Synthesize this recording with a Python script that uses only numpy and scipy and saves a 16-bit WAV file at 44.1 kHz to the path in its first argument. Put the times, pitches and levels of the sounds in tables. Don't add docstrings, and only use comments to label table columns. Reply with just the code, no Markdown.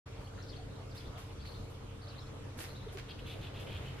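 import sys
import numpy as np
from scipy import signal
from scipy.fft import rfft, irfft, next_fast_len
from scipy.io import wavfile
from scipy.ndimage import uniform_filter1d, map_coordinates

SR = 44100
rng = np.random.default_rng(int(sys.argv[2]) if len(sys.argv) > 2 else 0)


def generate_wav(signal):
    frames = np.transpose(np.atleast_2d(signal))
    scaled = np.clip(frames, -1, 1) * 32767
    pcm = np.round(scaled).astype(np.int16)
    wavfile.write(sys.argv[1], SR, pcm)


N = 176400


def amp(db):
    return 10 ** (np.asarray(db) / 20)


def unit(x):
    return x / np.sqrt(np.mean(x ** 2) + 1e-20)


def clock():
    return np.arange(N) / SR


def along(points, hz):
    f, v = np.transpose(points)
    return np.interp(np.log(hz + 1), np.log(f + 1), v)


def level(rows):
    return amp(np.interp(clock(), *np.transpose(rows)))


def wobble(rate):
    return map_coordinates(rng.standard_normal(8192), [clock() * rate], mode='wrap')


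def filtered(x, response):
    size = next_fast_len(N + 8192)
    return irfft(rfft(x, size) * response(np.fft.rfftfreq(size, 1 / SR)), size)[..., :N]


def pan(db):
    return amp([[db / 2], [-db / 2]])


def gate(start, length, edge_s):
    t = clock() - start
    return np.clip(np.minimum(t, length - t) / edge_s + .5, 0, 1)


def arch(start, length):
    return np.sin(np.pi * np.clip((clock() - start) / length, 0, 1))


# (frequency [Hz], side minus middle [dB])
STEREO_WIDTH = [(30, -44), (70, -50), (130, -14.5), (250, 0), (500, -4), (1100, -1.5), (2000, -0.5),
                (3000, 1), (4500, 2), (8000, 4), (12000, 4)]

def spread(pair, spectrum):
    def response(hz):
        width = amp(along(STEREO_WIDTH, hz))
        return amp(along(spectrum, hz)) * np.array([np.ones_like(hz), width]) / np.hypot(1, width)
    mid, side = filtered(pair, response)
    return unit(np.array([mid + side, mid - side]))


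def crackle(spectrum, ticks_per_s=2200, tick_share=0.35, uneven_db=2.5):
    sizes = amp(uneven_db * np.minimum(rng.exponential(size=N), 4))
    ticks = unit((rng.random(N) < ticks_per_s / SR) * sizes * rng.standard_normal((2, N)))
    hiss = rng.standard_normal((2, N))
    return spread(np.sqrt(tick_share) * ticks + np.sqrt(1 - tick_share) * hiss, spectrum)


# (frequency [Hz], relative level [dB])
AIR_COLOUR = [(20, -8), (45, -3), (70, -1.5), (105, -0.5), (160, -7), (300, -10.5), (500, -9.5),
              (700, -15.5), (1200, -16.5), (1800, -23.5), (3200, -25), (4500, -29), (7000, -33.5),
              (12500, -40.5), (14000, -101)]
# (frequency [Hz], left minus right [dB])
AIR_LEAN = [(150, 0.5), (500, 0.5), (1100, -2), (2500, -0.5), (8000, 0)]

def air(level_db=-49, patchy_db=2):
    noise = signal.stft(rng.standard_normal((2, N)), nperseg=512)[2]
    patches = uniform_filter1d(rng.standard_normal(noise.shape[1:]), size=6, axis=0)
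    patches = uniform_filter1d(patches, size=12, axis=1)
    pair = signal.istft(noise * amp(patchy_db * unit(patches)), nperseg=512)[1][:, :N]
    rush = amp(level_db) * spread(pair, AIR_COLOUR)
    return filtered(rush, lambda hz: amp(along(AIR_LEAN, hz) * np.array([[.5], [-.5]])))


# (pitch [Hz], level [dB])
HUM_TONES = [(43, -57.5), (86.1, -54), (99.5, -52.5), (129.2, -54.5), (172.3, -71), (199.2, -67.5),
             (279.9, -64.5), (301.5, -68), (452.2, -63), (537, -79.5)]

def hum(waver_db=0.5, drift_rad=0.16):
    out, t = np.zeros(N), clock()
    for hz, db in HUM_TONES:
        volume = np.sqrt(2) * amp(db + waver_db * wobble(4.84))
        out += volume * np.sin(2 * np.pi * (hz * t + rng.random()) + drift_rad * wobble(5.58))
    return out


# (time [s], level [dB])
RUMBLE_LEVELS = [(0, -68), (3.68, -61), (3.77, -50.5), (3.94, -53.5), (4, -51)]
# (frequency [Hz], relative level [dB])
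SOIL_COLOUR = [(40, -10), (85, 6), (115, 10), (135, -17.5), (170, 5), (300, -32)]

def ground_rumble():
    return level(RUMBLE_LEVELS) * spread(rng.standard_normal((2, N)), SOIL_COLOUR)


# (time [s], length [s], first pitch [Hz], middle pitch [Hz], last pitch [Hz],
# relative level [dB])
BIRD_NOTES = [(.175, 0.022, 3430, 3220, 2880, -67), (.242, 0.028, 4020, 4470, 4330, -61),
              (.27, 0.012, 3120, 3250, 3270, -58.5), (.375, 0.019, 1607, 1550, 1450, -51.5),
              (.385, 0.028, 4200, 4050, 4150, -59), (.414, 0.013, 3670, 4500, 5400, -56.5),
              (.427, .019, 5600, 4800, 3700, -55.5), (.466, .04, 3750, 5200, 5020, -60),
              (.485, .024, 3720, 4650, 3850, -50), (.526, 0.019, 3610, 3330, 2900, -51.5),
              (.559, 0.015, 3810, 4300, 4300, -55), (.757, 0.012, 3530, 3880, 4000, -62.5),
              (.801, .025, 4070, 4390, 3650, -66), (.905, 0.026, 5050, 4500, 3600, -59),
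              (.947, .045, 3400, 3940, 4680, -56.5), (.969, 0.037, 4750, 5000, 4680, -58),
              (.992, 0.027, 3270, 3410, 3300, -57.5), (1.048, 0.033, 3610, 3700, 4210, -55),
              (1.157, .023, 3570, 3150, 2620, -57.5), (1.211, 0.019, 3540, 3600, 3450, -60),
              (1.291, .022, 3710, 3150, 2560, -58), (1.396, 0.043, 3810, 4600, 4000, -58),
              (1.451, .028, 3800, 4550, 4370, -53.5), (1.477, 0.024, 3910, 4400, 3820, -53.5),
              (1.517, .014, 4320, 4500, 4070, -53.5), (1.54, 0.015, 3430, 3800, 4370, -51.5),
              (1.555, 0.015, 4620, 3900, 3450, -58), (1.603, 0.018, 3950, 4000, 4300, -69),
              (1.631, .022, 3650, 4050, 4040, -68), (2.013, 0.04, 3790, 4600, 3750, -59),
              (2.072, 0.019, 3750, 4300, 5470, -53), (2.091, 0.032, 4930, 4150, 3900, -57.5),
              (2.152, 0.03, 4030, 3750, 3950, -59), (2.179, 0.018, 3780, 4150, 3700, -50.5),
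              (2.192, 0.042, 4700, 5400, 4900, -62.5), (2.215, 0.031, 3550, 3450, 3080, -60),
              (2.262, 0.019, 3390, 4100, 4400, -61), (2.683, 0.034, 3970, 4400, 3940, -54.5),
              (2.752, .029, 3540, 4000, 4040, -54), (2.799, 0.036, 3790, 3530, 4270, -56.5),
              (2.886, 0.015, 3700, 3330, 3050, -50), (3.088, 0.017, 3280, 4300, 5070, -54.5),
              (3.107, .016, 4780, 3900, 3100, -47.5)]

def twitter(jitter_hz=144, breath_db=-7, flutter_db=2.5, trunk_db=-7):
    song, t = np.zeros(N), clock()
    jitter = jitter_hz * wobble(700)
    hoarse = 1 + amp(breath_db) * (wobble(1500) + 1j * wobble(1500)) / np.sqrt(2)
    for start, length, first, middle, last, db in BIRD_NOTES:
        volume = gate(start, length, edge_s=0.0056)
        on = volume > 0
        progress = np.clip((t[on] - start) / length, 0, 1)
        bend = (middle - (first + last) / 2) * np.sin(np.pi * progress)
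        hz = first + (last - first) * progress + bend + jitter[on]
        whistle = np.exp(2j * np.pi * np.cumsum(hz) / SR)
        song[on] += amp(db) * volume[on] * np.imag(hoarse[on] * whistle)
    song *= unit(amp(flutter_db * wobble(250)))
    echoes = np.array([trunk_echoes(song), trunk_echoes(song)])
    return (song + amp(trunk_db) * echoes) * pan(db=4)


def trunk_echoes(x, count=8, longest_s=.03):
    delays = rng.random(count) * longest_s
    return sum(np.roll(x, int(delay * SR)) for delay in delays) / np.sqrt(count)


# (frequency [Hz], time to fade by 60 dB [s])
ECHO_FADES = [(300, 0.053), (4000, 0.41), (8000, 0.22), (12000, 0.069)]

def wood_echo(x):
    hz, t, noise = signal.stft(rng.standard_normal((2, SR // 2)), SR, nperseg=256)
    fade = amp(-60 * t / along(ECHO_FADES, hz)[:, None])
    tail = signal.istft(noise * fade, SR, nperseg=256)[1]
    return signal.fftconvolve(x, tail / np.linalg.norm(tail[0]), axes=1)[:, :N]


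# (time [s], chain level [dB], chain fade [s], frame level [dB], frame fade [s])
TRACK_BUMPS = [(.205, -68, 0.38, -60, 0.3), (.947, -55, 0.33, -57.5, 1), (1.175, -55.5, 0.31, -54, 0.42),
               (1.45, -63.5, 1, -55.5, 0.33), (1.693, -60, .25, -75, .2), (2.571, -47.5, 0.19, -59, .1),
               (2.586, -46, 0.4, -49, 0.1), (2.602, -48.5, 0.16, -47.5, 0.34), (2.639, -68, .15, -46, 0.17),
               (2.92, -51, 0.14, -60, 0.14), (2.972, -80, .12, -51.5, 0.22),
               (2.982, -72, 0.088, -46.5, 0.16), (3.26, -59, 0.59, -75, 0.19),
               (3.593, -56.5, 0.34, -56, 0.24)]
# (frequency [Hz], relative level [dB])
CHAIN_COLOUR = [(2000, -18), (4500, 7.5), (7000, 5.5), (10000, 9), (12500, 11), (14000, -6)]
FRAME_COLOUR = [(120, -55), (280, -14), (600, 6), (1200, 2.5), (2000, 7), (3300, 4.5), (5000, -1),
                (9000, -12.5)]

def rattles(chain_rise_s=.011, frame_rise_s=0.00036):
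    chain, frame = np.zeros((2, N))
    for start, chain_db, chain_fade, frame_db, frame_fade in TRACK_BUMPS:
        age = np.maximum(clock() - start, 0)
        chain = np.hypot(chain, (1 - np.exp(-age / chain_rise_s)) * amp(chain_db - 60 * age / chain_fade))
        frame = np.hypot(frame, (1 - np.exp(-age / frame_rise_s)) * amp(frame_db - 60 * age / frame_fade))
    return chain * crackle(CHAIN_COLOUR) + frame * crackle(FRAME_COLOUR) * pan(db=-1)


# (time [s], length [s], pitch [Hz], level [dB])
FAR_TONES = [(0.559, 0.08, 732, -57.5), (1.127, 0.084, 680, -56.5), (2.034, 0.096, 635, -59)]

def far_tones(blur_hz=170):
    blur = unit(wobble(blur_hz)) + 1j * unit(wobble(blur_hz))
    return sum(amp(db) * arch(start, length) * np.real(blur * np.exp(2j * np.pi * hz * clock()))
               for start, length, hz, db in FAR_TONES)


# (time [s], level [dB])
GRASS_LEVELS = [(0, -93), (1.9, -74), (2.35, -68.5), (2.6, -60.5), (3.4, -58), (3.8, -52), (4, -55)]
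# (frequency [Hz], relative level [dB])
GRASS_COLOUR = [(100, -13), (350, 3), (700, -2), (1200, -4.5), (2000, -5), (4000, -11.5), (8000, -34),
                (12000, -44), (13900, -51)]

def dry_grass(flutter_db=1.5):
    return level(GRASS_LEVELS) * amp(flutter_db * wobble(24.67)) * crackle(GRASS_COLOUR)


# (time [s], pitch [Hz], level [dB], length [s])
HOLLOW_KNOCKS = [(2.553, 241, -47, 0.041), (2.582, 326, -48.5, 0.045), (2.864, 434, -40, 0.019),
                 (2.944, 393, -43, 0.03), (3.216, 488, -45.5, 0.023), (3.734, 88.7, -36.5, 0.063)]

def knocks():
    return sum(amp(db) * arch(start, length) * np.sin(2 * np.pi * hz * (clock() - start))
               for start, hz, db, length in HOLLOW_KNOCKS)


# (time [s], level [dB])
LOOSE_HITS = [(2.590, -40.5), (2.6027, -47), (2.607, -47), (2.6325, -48), (2.9274, -54), (2.9727, -36.5),
              (2.9874, -45), (2.9945, -44.5), (2.9984, -43)]
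# (frequency [Hz], relative level [dB])
CLACK_COLOUR = [(300, -16.5), (900, -8), (2000, 2.5), (3500, -9), (6000, -13.5), (13000, -31)]

def clacks(fade_s=.011):
    t = clock()
    hits = sum(amp(db - 60 * np.maximum(t - start, 0) / fade_s) * (t >= start) for start, db in LOOSE_HITS)
    noise = rng.standard_normal((2, N)) * [[1], [.5]]
    return hits * spread(noise, CLACK_COLOUR) * pan(db=-2.5)


# (time [s], length [s], centre pitch [Hz], relative level [dB])
HARSH_NOTES = [(3.085, 0.044, 3070, -50.5), (3.188, 0.022, 3140, -51), (3.253, 0.098, 3300, -49.5),
               (3.409, 0.08, 3330, -50), (3.542, 0.096, 3260, -51), (3.665, 0.045, 2930, -52),
               (3.701, 0.084, 3120, -49), (3.822, 0.091, 2860, -53), (3.98, .04, 2800, -55.5)]
# (frequency [Hz], relative level [dB])
RASP_COLOUR = [(1200, -22), (2100, -11), (2600, -4), (3000, -2), (3200, -5.5), (3450, 3), (3700, -4),
               (4500, -14.5), (6000, -30)]

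def rasps(pulses_per_s=260, pulse_s=.0018, uneven=.35, grain_db=2.5, swell_db=2):
    cycles = np.cumsum(pulses_per_s * np.exp(uneven * wobble(150))) / SR
    sizes = amp(grain_db * np.clip(wobble(160), -2, 1))
    puffs = np.exp(-(cycles % 1) / pulses_per_s / pulse_s) * sizes * rng.standard_normal((2, N))
    out = np.zeros((2, N))
    for start, length, hz, db in HARSH_NOTES:
        note = unit(filtered(puffs, lambda f: amp(along(RASP_COLOUR, f * 3300 / hz))))
        volume = amp(db + swell_db * (arch(start, length) - 2.5))
        out += volume * gate(start, length, edge_s=0.013) * note
    mid, side = out[0], amp(-28) * out[1]
    return np.array([mid + side, mid - side]) * pan(db=1)


# (time [s], pitch [Hz], level [dB])
TREAD_DRONE = [(3.7, 114.2, -85), (3.79, 131, -48), (3.87, 137, -51), (3.95, 131.4, -46), (4, 124.6, -49)]

def tyre_tread():
    times, hz, db = np.transpose(TREAD_DRONE)
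    phase = 2 * np.pi * np.cumsum(np.interp(clock(), times, hz)) / SR
    return np.sqrt(2) * amp(np.interp(clock(), times, db)) * np.sin(phase)


def scene():
    song = amp(-3) * twitter()
    harsh = rasps()
    bike = rattles() + clacks() + knocks()
    echo = wood_echo(amp(-8) * song + amp(-16.5) * bike + amp(-8.5) * harsh)
    background = air() + hum() + far_tones()
    wheels = dry_grass() + tyre_tread() + ground_rumble()
    return background + song + harsh + bike + wheels + echo


def record(dry, start_s=0.057, fade_in_s=.008, top_hz=13900):
    fade_in = np.clip((clock() - start_s) / fade_in_s, 0, 1)
    return filtered(dry * fade_in, lambda hz: hz < top_hz)


dry = scene()
out = record(dry)
generate_wav(out)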